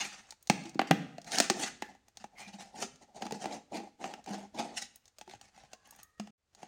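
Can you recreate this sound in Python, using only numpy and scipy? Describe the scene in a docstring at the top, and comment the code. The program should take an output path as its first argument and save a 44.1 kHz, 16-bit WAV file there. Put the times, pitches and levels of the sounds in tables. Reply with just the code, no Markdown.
"""In a small room, over a table, small scissors are worked into a thin plastic bottle.
The point breaks through with a few loud snaps, then the blades twist and scrape in the hole.
Snaps and scrapes shake the air inside, the wall, the crackling skin and the cut edge.
Panels pop, fingers bump, and the free blades tick, mostly near the end. Behind it all are a quiet
hush and, late on, a faint far-off whine. Just before the end the sound drops out briefly."""
import sys
import numpy as np
from scipy import signal
from scipy.fft import rfft, irfft, next_fast_len
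from scipy.io import wavfile
from scipy.ndimage import uniform_filter1d

SR = 44100
rng = np.random.default_rng(int(sys.argv[2]) if len(sys.argv) > 2 else 0)


def inscribe(sig):
    """Save sig as 16-bit PCM at rate SR to the path in sys.argv[1].

    A 1-D sig is mono; a 2-D sig holds one channel per row.
    Samples are clipped to [-1, 1] before scaling.
    """
    pcm = np.round(np.clip(np.atleast_2d(sig).T, -1, 1) * 32767)
    wavfile.write(sys.argv[1], SR, pcm.astype(np.int16))


N = 294147
TIME = np.arange(N) / SR
RING = round(.25 * SR)   # samples given to one hit

# The air in the bottle and its slowest flexing.
# Each row: pitch in Hz, level in dB, fade time (t60: seconds to fall by 60 dB).
CAVITY = [(128, -9, 0.037), (165, -3, 0.056), (208.2, -2.5, 0.16), (225, -2, 0.02), (271, -6.5, 0.096)]
# The tone of the crackling skin and bright cut edge. Each row: frequency in Hz, level in dB.
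SKIN = [(600, -14), (1100, -2.5), (1350, 0), (1600, -1.5), (1870, 2), (2250, -2), (2640, 1), (3100, -4),
        (3650, -9), (4200, -14), (5500, -20.5), (9000, -37.5), (16000, -54.5)]
EDGE = [(2000, -21.5), (3600, -3), (4400, 2), (5400, 0.5), (6600, 4), (7600, -5.5), (9000, -5.5),
        (10500, -20.5), (13000, -32.5), (15100, -13), (16500, -24.5)]   # the dip at 13 kHz and the peak near 15 kHz are the microphone's colour


def snaps(catch_sharp_db=-13.5):
    """The plastic buckles or tears, or the blade catches in the hole: all four bottle parts ring."""
    # Each row: start in seconds, level in dB, sharpness (edge over wall) in dB, wall pitch in Hz.
    tears = [(0.307, -69, 17.5, 790), (0.323, -60.5, -1, 890), (0.473, -68, 15, 780),
             (0.4982, -26.5, -6, 798), (0.6376, -72, 9, 790), (0.694, -76, 17.5, 780), (.746, -65, 1, 783),
             (0.793, -27.5, -22, 764), (0.8157, -35.5, -25, 780), (0.911, -23.5, -20, 774),
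             (1.216, -70, 10, 790), (1.245, -65.5, 4.5, 800), (1.319, -52.5, 8.5, 750),
             (1.385, -42.5, 11.5, 754), (1.4011, -29.5, 2, 665), (1.4994, -31, -1, 766),
             (1.822, -41, -10.5, 808), (2.0826, -67, 1, 790), (2.1716, -62.5, 9, 792),
             (2.9587, -86.5, 21.5, 798), (3.2221, -44.5, -12, 750), (3.2658, -48.5, -8.5, 820),
             (3.3222, -51, 2, 810), (4.0418, -42, -13, 767), (4.056, -56, -6, 794), (4.138, -48, -9.5, 798),
             (4.2413, -76, 13, 817), (4.2614, -58.5, -3.5, 798), (5.0555, -76.5, 14, 788),
             (5.079, -74.5, 12, 787), (5.185, -63, 5, 620), (5.2123, -54, -4, 810), (5.4128, -61.5, 3, 807),
             (5.7325, -56, 1, 713), (6.198, -48.5, -4, 730), (6.2728, -61, -6, 786),
             (6.549, -65.5, 8.5, 793)]
    # Dull knocks on the lip of the hole. Each row: start in seconds, level in dB, wall pitch in Hz.
    catches = [(1.182, -47.5, 680), (1.95, -60, 798.6), (2.2415, -47, 802), (3.309, -44, 845),
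               (3.442, -44, 723), (3.4565, -39, 820), (3.771, -46, 770), (4.6035, -42.5, 725),
               (5.277, -56.5, 846), (5.336, -53, 808), (5.5766, -59.5, 780), (5.636, -60.5, 790),
               (5.874, -64, 857), (5.924, -62.5, 900), (5.99, -66.5, 810), (6.63, -43.5, 786)]
    snap_mix, catch_mix = (-18, -3, 0.12, -9.5), (-10.5, -13.5, -0.1, -11.5)   # see part_levels
    hits = [(s, hz, part_levels(db, sharp_db, snap_mix)) for s, db, sharp_db, hz in tears]
    hits += [(s, hz, part_levels(db, catch_sharp_db, catch_mix)) for s, db, hz in catches]
    out = np.zeros(N)
    for s, hz, (cavity_db, wall_db, skin_db, edge_db, firm_db) in hits:
        add(out, s, from_db(cavity_db) * struck(CAVITY, detune=0.032))
        add(out, s, from_db(wall_db) * wall(firm_db, hz))
        skin = crack(SKIN, t60=0.017, flutter_db=-15.5, flutter_t60=0.1, lowest_hz=720)
        edge = crack(EDGE, t60=0.016, flutter_db=-10.5, flutter_t60=0.053)
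        add(out, s, from_db(skin_db) * skin + from_db(edge_db) * edge)
    return out


def part_levels(level_db, sharp_db, mix):
    """Share out one contact: dB for the cavity, wall, skin and cut edge, then for its firmness."""
    cavity_db, skin_db, skin_sharp_share, firm_db = mix
    return level_db + np.array([cavity_db, 0, skin_db + skin_sharp_share * sharp_db, sharp_db, firm_db])


def wall(firm_db, ring_hz=790):
    """A light touch rings mainly the stiff base near 800 Hz; a firm one bends the soft panels too."""
    # The ways the wall bends. Each row: pitch in Hz, level in dB, fade time in seconds.
    bends = [(295, -7, .045), (341, -4.5, 0.063), (403, -4, 0.037), (476, -7.5, 0.029), (530, -6, 0.012),
             (666.5, 0.5, 0.023), (756, 2, 0.034), (798.2, 0, 0.07), (807, -2.5, 0.03)]
    panel_cut_db = np.clip(-47 - firm_db, 0, 19)
    # The grip shifts every pitch; the soft panels are the rows below 690 Hz.
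    modes = [(hz * ring_hz / 790, db - panel_cut_db * (hz < 690), t60) for hz, db, t60 in bends]
    band = signal.butter(5, [210, 980], "band", fs=SR, output="sos")
    return unit_attack(signal.sosfilt(band, struck(modes, detune=.025, size=RING // 3)))


def crack(spectrum, t60, flutter_db, flutter_t60, lowest_hz=850):
    """Countless close tones blur into noise: a sharp burst, then a weaker flutter of the thin shell."""
    size = RING // 3
    envelope = fade(t60, size) + from_db(flutter_db) * fade(flutter_t60, size)
    return unit_attack(high_pass(shaped_noise(spectrum, size) * envelope, lowest_hz, order=2))


def struck(modes, detune, size=RING):
    """A body's own tones (modes) start together; contact spot and grip vary their level and pitch."""
    out = np.zeros(size)
    for hz, db, t60 in modes:
        strength_db, shift = rng.normal(0, [2, detune])
        out += from_db(db + strength_db) * ringing(hz * (1 + shift), t60, size)
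    return unit_attack(out)


def pops(cavity_db=-13):
    """A whole panel flips: one low knock, then the empty bottle hums on."""
    # Each row: start in seconds, knock level in dB, pitch in Hz, fade time in seconds, hum level in dB.
    flips = [(0.4985, -33, 180, 0.04, -36.5), (0.756, -46, 310, 0.033, -45.5),
             (0.9085, -27, 168.2, 0.12, -29.5), (1.5003, -35, 362, 0.11, -54),
             (3.323, -42, 437, 0.048, -46.5), (4.305, -44.5, 201.7, 0.38, -55),
             (6.1965, -44, 209.7, 0.3, -65.5)]
    # The bottle's long ring. Each row: pitch in Hz, level in dB, fade time in seconds.
    hum = [(163, -4, 0.2), (206, -5, 0.42), (232, -3, 0.089), (279, -5.5, 0.16), (310, -10, 0.22),
           (800, -16, 0.2)]
    swell = 1 - fade(0.0056, RING)
    out = np.zeros(N)
    for s, knock_db, hz, t60, hum_db in flips:
        add(out, s, from_db(knock_db) * unit_attack(ringing(hz, t60) * swell))
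        add(out, s, from_db(knock_db + cavity_db) * struck(CAVITY, detune=0.04))
        for mode_hz, db, mode_t60 in hum:
            add(out, s, from_db(hum_db + db) * ringing(mode_hz, mode_t60, size=SR))
    return out


def scraping(top_hz=12000):
    """The blade rasps in dense jerks; under the fingers the shell crinkles in sparser ones."""
    # Each row: firmest moment in seconds, length in seconds, level in dB, sharpness in dB.
    sawing = [(3.457, 0.2, -44, -14.5), (3.749, .15, -43.5, -13), (4.029, .19, -45, -11),
              (4.305, .2, -44, -8.5), (4.594, 0.22, -44, -10)]   # the blade goes to and fro
    pushes = [(1.358, 0.073, -39.5, 7), (1.636, 0.11, -43.5, 5.5), (2.825, .1, -40, 0),
              (3.427, 0.059, -49, -1.5), (3.768, 0.033, -50.5, -4), (4.339, 0.044, -55, 2.5),
              (4.781, 0.06, -54.5, 11.5), (4.824, 0.027, -49.5, 11.5)]   # the point presses ever harder until the plastic yields
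    # The first two rows are a bright echo dying away at the start; the rest are blade slides.
    echo_and_rubs = [(0.011, 0.1, -50.5, 7.5), (0.061, 0.33, -62, 6.5), (0.566, 0.054, -49, -14.5),
                     (0.655, 0.072, -56.5, 0), (0.873, 0.022, -60, 12), (1.283, 0.12, -54.5, -1),
                     (1.333, .06, -44, 2), (1.37, 0.026, -37, 4), (1.43, 0.091, -52, 7),
                     (1.565, 0.13, -47.5, -26), (1.663, 0.058, -52.5, 6.5), (1.891, 0.043, -54.5, -11),
                     (2.2, 0.03, -60, 5), (2.332, 0.044, -58, -20), (2.405, 0.14, -59.5, 0.5),
                     (2.476, 0.043, -56, -2), (2.537, 0.057, -57.5, -3.5), (2.622, 0.18, -58.5, -4),
                     (2.738, .06, -54, -21), (3.017, 0.053, -59, -5), (3.093, 0.09, -64.5, -19),
                     (3.166, 0.093, -52, -8.5), (3.214, 0.037, -44, -9), (3.257, 0.071, -48, -9.5),
                     (3.343, 0.078, -50, -6.5), (3.526, 0.058, -43.5, -5), (3.718, .025, -38, -15),
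                     (3.805, .02, -46, -22), (4.022, 0.023, -42, -5), (4.095, .06, -53, -9),
                     (4.175, 0.036, -54, -16), (4.645, 0.065, -50, -9), (3.865, 0.033, -51.5, -16.5),
                     (4.275, 0.064, -49, -17), (4.547, 0.042, -45, -14)]
    handling = [(5.304, 0.087, -61.5, 3), (5.433, 0.071, -66.5, 4.5), (5.581, 0.35, -69, -1),
                (5.854, 0.072, -71, 7), (5.927, .06, -65.5, 4), (5.982, 0.041, -67.5, 8),
                (6.594, 0.17, -59.5, -4.5)]   # the fingers turn the bottle
    rasp = dict(per_s=1100, spread_db=3, smooth_db=-8.5)
    slide = dict(per_s=1800, spread_db=2.5, smooth_db=-2.5)
    crinkle = dict(per_s=900, spread_db=4.5, smooth_db=-4)
    # Each row: the moves, their friction, their mix for part_levels, the shape of a stroke.
    kinds = [(sawing, rasp, (-14.5, -5, 0.36, 6), dict(peak_share=.23, rise_db=10.5, sag_db=18.5)),
             (pushes, slide, (-11, -3.5, 0.83, -5), dict(peak_share=.9, rise_db=22.5, sag_db=6.5)),
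             (echo_and_rubs, slide, (-8, -1.5, 1.35, 1.5), dict(peak_share=.28, rise_db=3, sag_db=13.5)),
             (handling, crinkle, (-4, 0, 0.8, 12), dict(peak_share=.21, rise_db=0, sag_db=9))]
    moves = [(stroke(s, length, **shape), part_levels(db, sharp_db, mix), friction)
             for rows, friction, mix, shape in kinds for s, length, db, sharp_db in rows]
    out = np.zeros(N)
    for (start, effort), (cavity_db, wall_db, skin_db, edge_db, firm_db), friction in moves:
        force = effort * stick_slip(len(effort), **friction)
        bite = force * effort ** 0.42   # the treble grows faster than the force
        add(out, start, from_db(cavity_db) * rubbed(force, struck(CAVITY, detune=0.033)))
        add(out, start, from_db(wall_db) * travelling(force, wall, firm_db))
        skin = travelling(bite, crack, SKIN, t60=.0068, flutter_db=-13, flutter_t60=.12, lowest_hz=1050)
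        edge = travelling(bite, crack, EDGE, t60=.006, flutter_db=-18, flutter_t60=.14)
        add(out, start, from_db(skin_db) * skin + from_db(edge_db) * edge)
    # Sliding is softer than snapping: the highest treble is weaker.
    return signal.sosfilt(signal.butter(2, top_hz, fs=SR, output="sos"), out)


def stroke(s, length, peak_share, rise_db, sag_db, touch_s=0.019, wobble_db=2, wobble_hz=40):
    """An unsteady hand takes hold, pushes, sags and lets go. Gives the start time and the effort."""
    start = s - peak_share * length
    times = TIME[max(int(start * SR), 0):int((start + length + touch_s) * SR)]
    age = times - start
    db = np.interp(age / length, [0, peak_share, 1], [-rise_db, 0, -sag_db])
    db += wobble_db * wander(age * wobble_hz, points=32)
    contact = np.clip(np.minimum(age, length + touch_s - age) / touch_s, 0, 1)
    return times[0], from_db(db) * contact


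def stick_slip(size, per_s=1100, spread_db=3, smooth_db=-8.5, clump_db=2, clumps_per_s=160):
    """Surfaces stick and slip: tiny uneven jerks, bunched into clumps, over smooth sliding."""
    strengths = from_db(spread_db * np.minimum(rng.exponential(1, size), 4))
    directions = rng.choice([-1, 1], size)
    jerks = strengths * directions * (rng.random(size) < per_s / SR)
    clumps = from_db(clump_db * wander(TIME[:size] * clumps_per_s, points=128))
    sliding = from_db(smooth_db) * rng.standard_normal(size)
    return unit_rms(clumps * (unit_rms(jerks) + sliding))


def rubbed(force, response):
    """Friction rings one part of the bottle; the sound has the same energy as the force."""
    sound = signal.fftconvolve(force, response)
    return sound * np.linalg.norm(force) / (np.linalg.norm(sound) + 1e-20)


def travelling(force, part, *args, **settings):
    """The contact moves to a new spot every 30 ms, and each spot rings in its own way."""
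    spot = round(.03 * SR)
    out = np.zeros(len(force) + RING)
    for start in range(0, len(force), spot):
        sound = rubbed(force[start:start + spot], part(*args, **settings))
        out[start:start + len(sound)] += sound
    return out


def squeaks():
    """The blade drags on the lip of the hole and one narrow tone sings out."""
    # Each row: firmest moment and length in seconds, level in dB, pitch in Hz, fade time in seconds.
    drags = [(1.836, 0.075, -61, 1745, 0.025), (2.374, 0.085, -61.5, 2100, 0.016),
             (2.414, 0.07, -59, 2400, 0.033)]
    out = np.zeros(N)
    for s, length, db, hz, t60 in drags:
        start, effort = stroke(s, length, peak_share=0.34, rise_db=2, sag_db=1)
        force = effort * stick_slip(len(effort))
        add(out, start, from_db(db) * rubbed(force, np.gradient(ringing(hz, t60))))
    return out


def blades(click_db=5, click_t60=0.014, graze_s=0.002):
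    """Steel grazes steel: a bright click and a faint ring."""
    # Each row: start in seconds, level in dB.
    ticks = [(0.4263, -59.5), (2.0838, -70), (4.958, -56.5), (5.187, -65), (5.8728, -68), (5.908, -56.5),
             (5.961, -63.5), (6.0309, -54.5)]
    # The tones of the scissors. Each row: pitch in Hz, level in dB, fade time in seconds.
    steel = [(4888, -23.5, 0.055), (6560, -2, 0.06), (8300, -2.5, 0.017), (9100, -5, .03),
             (10450, -9.5, 0.017), (12600, -8.5, 0.016), (15930, -10, .015)]
    envelope = fade(click_t60, RING) * np.minimum(TIME[:RING] / graze_s, 1)
    out = np.zeros(N)
    for s, db in ticks:
        click = unit_attack(high_pass(rng.standard_normal(RING) * envelope, 5700, order=2))
        ring = struck(steel, detune=0.0057)
        add(out, s, from_db(db) * unit_attack(ring + from_db(click_db) * click))
    return out


def bumps(t60=0.048, rise_s=0.006):
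    """Soft fingertips land on the bottle: dull thuds with no click."""
    # Each row: start in seconds, level in dB, pitch in Hz.
    touches = [(0.648, -43.5, 330), (1.553, -44, 215), (2.2, -57.5, 209), (2.466, -50.5, 201),
               (2.537, -48.5, 202), (2.812, -43.5, 219), (2.926, -58, 158), (5.271, -52.5, 370),
               (5.344, -58.5, 109), (5.63, -61.5, 139), (5.73, -68, 476)]
    out = np.zeros(N)
    for s, db, hz in touches:
        add(out, s, from_db(db) * ringing(hz, t60) * (TIME[:RING] / rise_s) ** 2)
    return out


def whine(waver=0.0321):
    """A faint, wavering tone far away rises and levels off."""
    # Each row: time in seconds, base pitch in Hz, level in dB.
    glide = [(5.4, 478, -82), (5.8, 548, -58), (6.05, 625, -61), (6.301, 646, -69.5)]
    # Only these overtones sound. Each row: multiple of the base pitch, level in dB.
    overtones = [(2, 0.5), (3, -2)]
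    s, hz, db = np.transpose(glide)
    unsteady = 1 + waver * wander(TIME * 200, points=1400)
    phase = 2 * np.pi * np.cumsum(np.interp(TIME, s, hz) * unsteady) / SR
    level = np.interp(TIME, s, from_db(db), left=0, right=0)
    return level * sum(from_db(tone_db) * np.sin(k * phase) for k, tone_db in overtones)


def room(x, build_s=0.0011):
    """Echoes from bare walls build up quickly, and each octave dies away at its own speed."""
    # Each row: frequency in Hz, fade time in seconds.
    fade_times = [(150, .75), (500, .62), (1500, .64), (3000, .62), (6000, .52), (10000, .36), (15000, .26)]
    # Each row: frequency in Hz, echo level in dB.
    echo_levels = [(150, -9), (400, -10), (800, -18), (1500, -12), (3000, -12), (6500, -11.5),
                   (10000, -11.5), (15000, -14.5)]
    tail, edges = np.zeros(SR), np.geomspace(70, 18000, 9)
    build_up = 1 - np.exp(-(TIME[:SR] / build_s) ** 2)
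    for low, high in zip(edges, edges[1:]):
        hz = np.sqrt(low * high)
        shape = fade(at_hz(fade_times, hz), SR) * build_up
        octave = signal.butter(2, [low, high], "band", fs=SR, output="sos")
        noise = signal.sosfilt(octave, rng.standard_normal(SR))
        tail += from_db(at_hz(echo_levels, hz)) * noise * shape / np.linalg.norm(shape)
    return signal.fftconvolve(x, tail)[:N]


def hush(level_db=-75):
    """The room's quiet, steady noise, strongest in the bass."""
    # Each row: frequency in Hz, relative level in dB.
    spectrum = [(25, -7.5), (60, 8), (110, 1.5), (250, -10), (450, -6), (800, -10), (1500, -11.5),
                (3000, -15), (7000, -16), (12000, -31.5), (16000, -32)]
    return from_db(level_db) * shaped_noise(spectrum, N)


def suppressor(x, threshold_db=-57, slope=0.47, depth_db=8):
    """Noise suppression: the quieter the sound, the more it is turned down."""
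    power = uniform_filter1d(x ** 2, SR // 25, axis=-1)
    below_db = threshold_db - 10 * np.log10(np.maximum(power, 1e-14))
    return x * from_db(-np.clip(slope * below_db, 0, depth_db))


def from_db(db):
    return 10 ** (np.asarray(db) / 20)


def unit_rms(x):
    """Scale a sound to an average (rms) level of 1."""
    return x / np.sqrt(np.mean(x ** 2) + 1e-20)


def unit_attack(x):
    """Scale a hit so that its first 12 ms have an average (rms) level of 1."""
    return x / np.sqrt(np.mean(x[:round(.012 * SR)] ** 2) + 1e-20)


def at_hz(points, hz):
    """Read between the rows of a table, with octaves evenly spaced."""
    freq, value = np.transpose(points)
    return np.interp(np.log(np.maximum(hz, 1)), np.log(freq), value)


def fade(t60, size):
    """A level that falls by 60 dB every t60 seconds."""
    return from_db(-60 * TIME[:size] / t60)


def ringing(hz, t60, size=RING):
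    """One pure tone dying away."""
    return fade(t60, size) * np.sin(2 * np.pi * hz * TIME[:size])


def wander(position, points):
    """A line that drifts from one random value to the next."""
    return np.interp(position, np.arange(points), rng.standard_normal(points))


def shaped_noise(spectrum, size):
    """Noise with the given balance of bass and treble."""
    length = next_fast_len(size)
    gain = from_db(at_hz(spectrum, np.fft.rfftfreq(length, 1 / SR)))
    return unit_rms(irfft(rfft(rng.standard_normal(length)) * gain, length)[:size])


def high_pass(x, hz, order):
    return signal.sosfilt(signal.butter(order, hz, "high", fs=SR, output="sos"), x)


def add(track, s, sound):
    """Mix a sound in, starting at s seconds."""
    start = max(round(s * SR), 0)
    track[start:start + len(sound)] += sound[:max(N - start, 0)]


def scene(break_s=6.32, resume_s=6.5):
    """Bottle and scissors close by, the room and its quiet hush behind."""
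    near = snaps() + pops() + scraping() + squeaks() + blades()
    near = high_pass(near, 150, order=4) + bumps()   # so small a body gives off little bass
    into_room = near + whine()   # the whine arrives only as echoes
    # No echo carries across the break in the sound.
    heard = sum(part * (near + room(part * into_room)) for part in (TIME < break_s, TIME > resume_s))
    return (heard + hush())[None]


def record(dry, cutoff_hz=16500):
    """Quiet moments are turned down, the sound drops out once, and the highest treble is cut."""
    # Each row: time in seconds, volume change in dB. The first and last values hold before and after.
    drop_out = [(6.305, 4.5), (6.311, -46.5), (6.372, -38), (6.382, -6.5), (6.54, 5), (6.55, -1)]
    volume = from_db(np.interp(TIME, *np.transpose(drop_out)))
    treble_cut = signal.ellip(10, .2, 80, cutoff_hz, fs=SR, output="sos")
    return signal.sosfilt(treble_cut, suppressor(dry) * volume)


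dry = scene()
out = record(dry)
inscribe(out)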